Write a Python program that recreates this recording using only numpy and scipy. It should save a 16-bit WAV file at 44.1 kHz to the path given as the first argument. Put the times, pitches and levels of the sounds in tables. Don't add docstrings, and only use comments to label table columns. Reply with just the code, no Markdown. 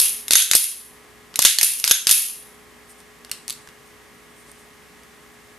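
import sys
import numpy as np
from scipy import signal
from scipy.fft import rfft, irfft, next_fast_len
from scipy.io import wavfile
from scipy.ndimage import uniform_filter1d

SR = 44100
rng = np.random.default_rng(int(sys.argv[2]) if len(sys.argv) > 2 else 0)


def unload_audio(sound):
    columns = np.transpose(np.atleast_2d(sound))
    steps = np.round(np.clip(columns, -1, 1) * 32767)
    wavfile.write(sys.argv[1], SR, steps.astype(np.int16))


N = 246384
EDGE_HZ = 14250


def amp(db):
    return 10 ** (np.asarray(db) / 20)


def unit(x):
    return x / np.sqrt(np.mean(x ** 2) + 1e-20)


def read(points, hz):
    f, value = np.transpose(points)
    return np.interp(np.log(hz + 1), np.log(f + 1), value)


def add(mix, start_s, sound):
    at = round(start_s * SR)
    sound = sound[max(-at, 0):]
    part = mix[max(at, 0):][:len(sound)]
    part += sound[:len(part)]


def noise(spectrum, size, tilt_db_per_octave=0):
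    fft_size = next_fast_len(size, True)
    hz = np.fft.rfftfreq(fft_size, 1 / SR)
    octaves = np.log2(np.clip(hz, 1000, EDGE_HZ))
    gain = amp(read(spectrum, hz) + tilt_db_per_octave * octaves)
    bins = gain * np.exp(2j * np.pi * rng.random(len(hz)))
    return unit(irfft(bins, fft_size)[:size])


def grains(size, depth_db, order=60):
    drift = unit(uniform_filter1d(rng.standard_normal(size), order))
    return unit(amp(depth_db * drift))


def pair(a, b, likeness):
    size = next_fast_len(len(a), True)
    same = np.clip(read(likeness, np.fft.rfftfreq(size, 1 / SR)), 0, 1)
    mid = rfft(a, size) * np.sqrt((1 + same) / 2)
    side = rfft(b, size) * np.sqrt((1 - same) / 2)
    return irfft(np.array([mid + side, mid - side]), size)[:, :len(a)]


# start t/s, stop t/s, stop name, tilt/dB per octave, start click/dB, scrape/dB, blow/dB,
# blow t60/s, spring/dB, low thump at start/dB, low thump at stop/dB
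STROKES = [ (-.04, 0.0, "home", 1.5, 0, -29, -1, 0.026, -9.5, -30, -26),
           (0.3082, 0.3541, "back", 0.7, 5, -18.5, 8.5, 0.017, 2, -17, -9),
           (.5128, 0.551, "home", 2, 10, -21, 8.5, 0.056, -4, -22, -9.5),
           (1.391, 1.45, "back", 0.5, 7, -26.5, 10.5, 0.08, 3.5, -14.5, -9.5),
           (1.586, 1.63, "home", 0.5, 11.5, -27, 6.5, .027, -6, -28, -13.5),
           (1.8409, 1.911, "back", -1.5, 3, -26.5, 6.5, 0.022, -7, -45, -9.5),
           (2.0698, 2.1112, "home", -.5, 7, -18, 9, 0.039, -2.5, -25, -28)]
# t60/s, tilt re stroke/dB per octave, ring/dB (+0.5 in contact)
START_CLICK = (0.0087, -.2, -18.5)
STOP_BLOW = {"home": (4.3, -7), "back": (-.5, -3.5)}
REBOUND = {"home": (0.0148, 3.5, 0.0056, 3.5, -5), "back": (.005, 4.5, .007, 4, 0)}
# t/s, level/dB, tilt/dB per octave, ring/dB (+0.5 in contact)
CATCHES = [(0.2817, -15, 0, -9), (.3172, -11, 0, -2), (.324, -7, 2, -9), (.3338, 15.5, 2, -23),
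           (.422, -2, 6, -4.5), (.534, 4, -3, -11.5), (1.341, -25, -7.5, -26), (1.3576, -9.5, 0, -12),
           (1.42, -1.5, 4, -16), (1.424, .5, 0.5, -13), (1.4413, -10, 1, -4), (1.612, 5.5, -2, -7),
           (1.7987, -12, 1, -7), (1.848, -6, 6, -12), (1.877, -2, 0, -9), (1.8958, -10, 9, -3),
           (2.076, -1.5, 2.5, -10), (2.093, 3, -.5, -7), (2.101, -4, -2, -12)]


def slide(catch_t60_s=0.011):
    out = np.zeros(N)
    for start, stop, end, stroke_tilt, click_db, _, blow_db, blow_t60_s, *_ in STROKES:
        delay_s, loss_db, *rebound = REBOUND[end]
        hits = (
            (start, click_db, *START_CLICK),
            (stop, blow_db, blow_t60_s, *STOP_BLOW[end]),
            (stop + delay_s, blow_db - loss_db, *rebound))
        for s, db, t60_s, tilt, ring_db in hits:
            add(out, s, contact(db, t60_s, tilt + stroke_tilt, ring_db, position(s)))
    for s, db, tilt, ring_db in CATCHES:
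        add(out, s, contact(db, catch_t60_s, tilt, ring_db, position(s)))
    return out


TRAVEL = {"home": 0, "back": 1}


def position(s):
    points = []
    for start, stop, end, *_ in STROKES:
        points += [(start, 1 - TRAVEL[end]), (stop, TRAVEL[end])]
    return np.interp(s, *np.transpose(points))


# f/Hz, density/dB per Hz
CRACK = [(100, -24), (500, -33.5), (900, -13.5), (1500, -6.5), (2700, -0.5), (4000, 4), (6200, 2.5),
         (7500, 0.5), (9300, 3), (12000, -0.5), (14000, -9.5)]
# f/Hz, t60/s, level with slide home/dB, level with slide back/dB
STEEL = [(1541, 0.023, -27.5, -16), (2626, 0.029, -22, -19.5), (3290, 0.023, -23, -20.5),
         (3620, 0.023, -30, -4.5), (5320, 0.02, -12.5, -10), (6443, 0.023, -18, 2),
         (8830, 0.028, -4.5, -37), (9140, 0.032, -6, -34), (10240, 0.072, -8, -7.5),
         (10150, 0.0075, -12.5, -18), (10990, 0.015, -14.5, -16.5), (11300, 0.063, -6.5, -3.5),
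         (11270, .03, -6, -44), (13640, 0.019, -3, -25.5)]


def contact(level_db, t60_s, tilt_db_per_octave, ring_db, back, rise_s=0.00025, detune_spread=0.0033):
    t = np.arange(SR // 14) / SR
    crack = noise(CRACK, len(t), tilt_db_per_octave) * amp(-60 * t / t60_s)
    hz, ring_t60_s, home_db, back_db = np.transpose(STEEL)[:, :, None]
    phase, shift = rng.uniform(-1.07, 1, (2, len(STEEL), 1))
    mode_db = home_db + np.clip(back, 0, 1) * (back_db - home_db) - 60 * t / ring_t60_s
    detuned_hz = hz * (1 + detune_spread * shift)
    ring = (amp(mode_db) * np.sin(2 * np.pi * detuned_hz * t + np.pi * phase)).sum(0)
    onset = 1 - np.exp(-t / rise_s)
    return amp(level_db) * (crack + amp(ring_db + 0.5) * ring) * onset


# f/Hz, density stretched/dB per Hz, density compressed/dB per Hz
SPRING = [(400, -52, -31), (1015, -27, -24.5), (1520, -27.5, -18), (2550, -13.5, -8), (3400, -13, 1),
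          (4425, -13, -6), (6180, -12, -7.5), (6600, -10.5, 0), (7070, -15.5, -9), (9100, -9, -3),
          (9700, -.5, 0.5), (11140, -2, 0), (12450, -10.5, -8), (13940, -10.5, -11.5)]
# f/Hz, level stretched/dB, level compressed/dB
COILS = [(1416, -39, -39), (2740, -27, -26.5), (3270, -26, -29), (6530, -26, -17), (9700, -15, -24),
         (10170, -11.5, -13), (11100, -23, -26), (11250, -21.5, -13), (11360, -13.5, -24)]
SPRING_RING = {"home": (0.46, 0.016), "back": (0.29, .02)}


def spring(split_hz=22, chatter_db=2.0):
    out = np.zeros(N)
    t = np.arange(SR * 2 // 3) / SR
    for _, stop, end, *_, db, _, _ in STROKES:
        t60_s, swell_s = SPRING_RING[end]
        colour = [(hz, a + TRAVEL[end] * (b - a)) for hz, a, b in SPRING]
        tones = [(hz, a + TRAVEL[end] * (b - a)) for hz, a, b in COILS]
        shimmer = noise(colour, len(t)) * grains(len(t), chatter_db, order=130)
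        for hz, tone_db in tones:
            beat_hz = hz + split_hz * rng.standard_normal((2, 1))
            beat = np.sin(2 * np.pi * (beat_hz * t + rng.random((2, 1))))
            shimmer += amp(tone_db) * beat.sum(0)
        swell = 1 - np.exp(-t / swell_s)
        add(out, stop, shimmer * amp(db - 60 * t / t60_s) * swell)
    return out


def rails(lag_s=0.007):
    out = np.zeros(N)
    for start, stop, _, _, _, db, *_ in STROKES:
        size = max(round((stop - start - lag_s) * SR), 256)
        window = signal.windows.tukey(size, 0.2)
        scrape = noise(CRACK, size, tilt_db_per_octave=0.5) * grains(size, depth_db=3.5)
        add(out, start + lag_s, amp(db) * window * scrape)
    return out


# f/Hz, density/dB per Hz
THUMP = [(30, -13), (120, -5), (230, 1), (480, 1), (750, -4), (1000, 2.5), (1650, 0), (2200, -5.5),
         (5000, -33)]


def low_thump(t60_s=0.017, push_s=0.00037, push_db=3):
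    out = np.zeros(N)
    t = np.arange(SR // 10) / SR
    push = amp(push_db) * (1 - t / push_s) * np.exp(-t / push_s)
    for start, stop, *_, start_db, stop_db in STROKES:
        for s, db in ((start, start_db), (stop, stop_db)):
            burst = noise(THUMP, len(t)) * amp(-60 * t / t60_s)
            add(out, s, amp(db) * (push + burst))
    return out


# t/s, level/dB, tilt/dB per octave, note f/Hz, note level re crack/dB
LEVERS = [(3.003, -38, -2, 8760, -3), (3.248, -28.5, -3, 2800, -9), (3.2955, -34, -3, 2800, -8),
          (3.3144, -10.5, 1.2, 2830, -9), (3.3172, -17.5, 0.5, 4300, -4), (3.48, -16, 1.5, 4500, -11),
          (3.49, -22.5, 0, 6400, 0), (3.4981, -13.5, 1, 3950, -8), (3.505, -14, 2.5, 4500, -6),
          (3.526, -24, 8, 4400, -13), (3.674, -30.5, -5, 1690, -3), (3.688, -34.5, -4, 2800, -3),
          (4.516, -34, 5, 9500, -2), (5.034, -41, 1, 10500, -8)]
# f/Hz, density/dB per Hz
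SNAP = [(100, -7), (600, -16), (1100, -2.5), (1700, -3.5), (2800, -1), (4300, 1.5), (5500, 2), (6600, -0.5),
        (9200, 3.5), (11500, -0.5), (14000, -6)]


def levers(crack_t60_s=0.01, ring_t60_s=0.013, rise_s=0.00019):
    out = np.zeros(N)
    t = np.arange(SR // 20) / SR
    onset = 1 - np.exp(-t / rise_s)
    for s, db, tilt, hz, ring_db in LEVERS:
        crack = noise(SNAP, len(t), tilt) * amp(-60 * t / crack_t60_s)
        note = amp(ring_db - 60 * t / ring_t60_s) * np.sin(2 * np.pi * (hz * t + rng.random()))
        add(out, s, amp(db) * (crack + note) * onset)
    return out


# centre t/s, length/s, level/dB, tilt/dB per octave
RUBS = [(2.908, 0.08, -48, 3), (2.997, 0.069, -52.5, 0), (3.601, .07, -45, -14.5), (3.88, .1, -57, -1),
        (4.397, 0.14, -54, 4), (4.491, 0.1, -51, -6), (4.6, 0.16, -56.5, -3)]
# f/Hz, density/dB per Hz
SKIN = [(300, -17), (3000, -17), (4700, -8), (6500, -8), (7500, -6), (8900, 4), (10500, -3), (13500, -12)]


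def hands():
    out = np.zeros(N)
    for s, length_s, db, tilt in RUBS:
        size = round(length_s * SR)
        rub = np.hanning(size) * noise(SKIN, size, tilt) * grains(size, depth_db=2.5)
        add(out, s - length_s / 2, amp(db) * rub)
    return out


# f/Hz, likeness [0-1]
NEAR_SAME = [(200, .9), (900, 0.78), (2500, 0.97), (6000, 0.89), (10000, 0.69), (14000, .42)]
# delay/s, level/dB
ECHOES = [(.0032, -25), (.0068, -19), (.0125, -21.5)]


def direct(a, b):
    near = pair(a, b, NEAR_SAME)
    out = near.copy()
    for delay_s, db in ECHOES:
        for port, sound in zip(out, near):
            add(port, delay_s, amp(db) * sound)
    return out


# f/Hz, t60/s
ROOM_T60 = [(200, .3), (1300, 0.4), (3400, 0.32), (6500, 0.36), (10000, 0.41), (14000, 0.17)]
# f/Hz, level/dB
ROOM_COLOUR = [(150, -3), (700, -6), (1500, 2), (3200, 2), (5000, 0), (7500, -1), (10000, -5), (14000, -1)]
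# f/Hz, likeness [0-1]
ROOM_SAME = [(200, 1), (2500, 0.92), (6000, 0.17), (10000, 1), (14000, .4)]


def room(x, wet_db=-9, build_s=0.0017):
    size = SR // 2
    hz, t, z = signal.stft(rng.standard_normal((2, size)), SR, nperseg=256)
    z = z * amp(read(ROOM_COLOUR, hz)[:, None] - 60 * t / read(ROOM_T60, hz)[:, None])
    build = 1 - np.exp(-np.arange(size) / SR / build_s)
    tail = pair(*(signal.istft(z, SR, nperseg=256)[1][:, :size] * build), ROOM_SAME)
    response = amp(wet_db) * tail / np.linalg.norm(tail[0])
    return signal.oaconvolve(x[None], response, axes=1)[:, :N]


# f/Hz, density/dB per Hz
AIR = [(22, -31), (48, -15.5), (110, -11.5), (210, -9.5), (450, -12.5), (700, -15.5), (1100, -14),
       (1500, -16), (2000, -14), (2600, -18), (3400, -20), (4000, -23), (9500, -25), (14000, -29.5)]
# f/Hz, likeness [0-1]
AIR_SAME = [(60, 0.209), (150, 0.48), (370, 0.418), (920, 0.62), (2290, 0.53), (5710, 0.64), (14200, 1)]
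# f/Hz, level/dB rms
HUM = [(60, -66.5), (240, -63), (420, -58), (780, -69), (1020, -71), (1080, -68), (1140, -67),
       (1260, -68.5), (1620, -76), (1680, -65), (1860, -65), (1980, -66.5), (2100, -73.5), (2160, -68.5)]


def background(air_db=-49.5, waver_rad=0.25):
    t = np.arange(N) / SR
    knots_s = np.linspace(0, t[-1], num=24)
    hum = np.zeros(N)
    for hz, db in HUM:
        waver = waver_rad * np.interp(t, knots_s, rng.standard_normal(len(knots_s)))
        hum += amp(db) * np.sqrt(2) * np.sin(2 * np.pi * (hz * t + rng.random()) + waver)
    air = pair(noise(AIR, N), noise(AIR, N), AIR_SAME)
    return amp(air_db) * air + hum


def scene(count=3):
    sides = [slide() + levers() for _ in range(count)]
    soft = [spring() + rails() + hands() for _ in range(2)]
    wet = sum(room(side) for side in sides) / np.sqrt(count)
    wet = wet + amp(-3.0) * room(soft[0])
    near = direct(sides[0] + soft[0] + low_thump(), sides[1] + soft[1] + low_thump())
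    return near + wet + background()


def record(dry, threshold_db=-12, slope=0.69, recover_db_per_s=38, sense_s=0.011, ceiling=0.92, bias=0.035):
    r = np.exp(-1 / (sense_s * SR))
    power = signal.lfilter([1 - r], [1, -r], (dry ** 2).mean(0))
    power_db = 10 * np.log10(power + 1e-12)
    fall_db = np.arange(N) / SR * recover_db_per_s
    held_db = np.maximum.accumulate(power_db + fall_db) - fall_db
    over_db = np.maximum(held_db - threshold_db, 0)
    fine = signal.resample_poly(dry * amp(-slope * over_db), 2, 1, axis=1)
    bent = ceiling * (np.tanh(fine / ceiling + bias) - np.tanh(bias))
    clipped = signal.resample_poly(bent, 1, 2, axis=1)
    low_pass = signal.firwin(401, EDGE_HZ, window=("kaiser", 8), fs=SR)
    return signal.oaconvolve(clipped, low_pass[None], "same", axes=1)


dry = scene()
out = record(dry)
unload_audio(out)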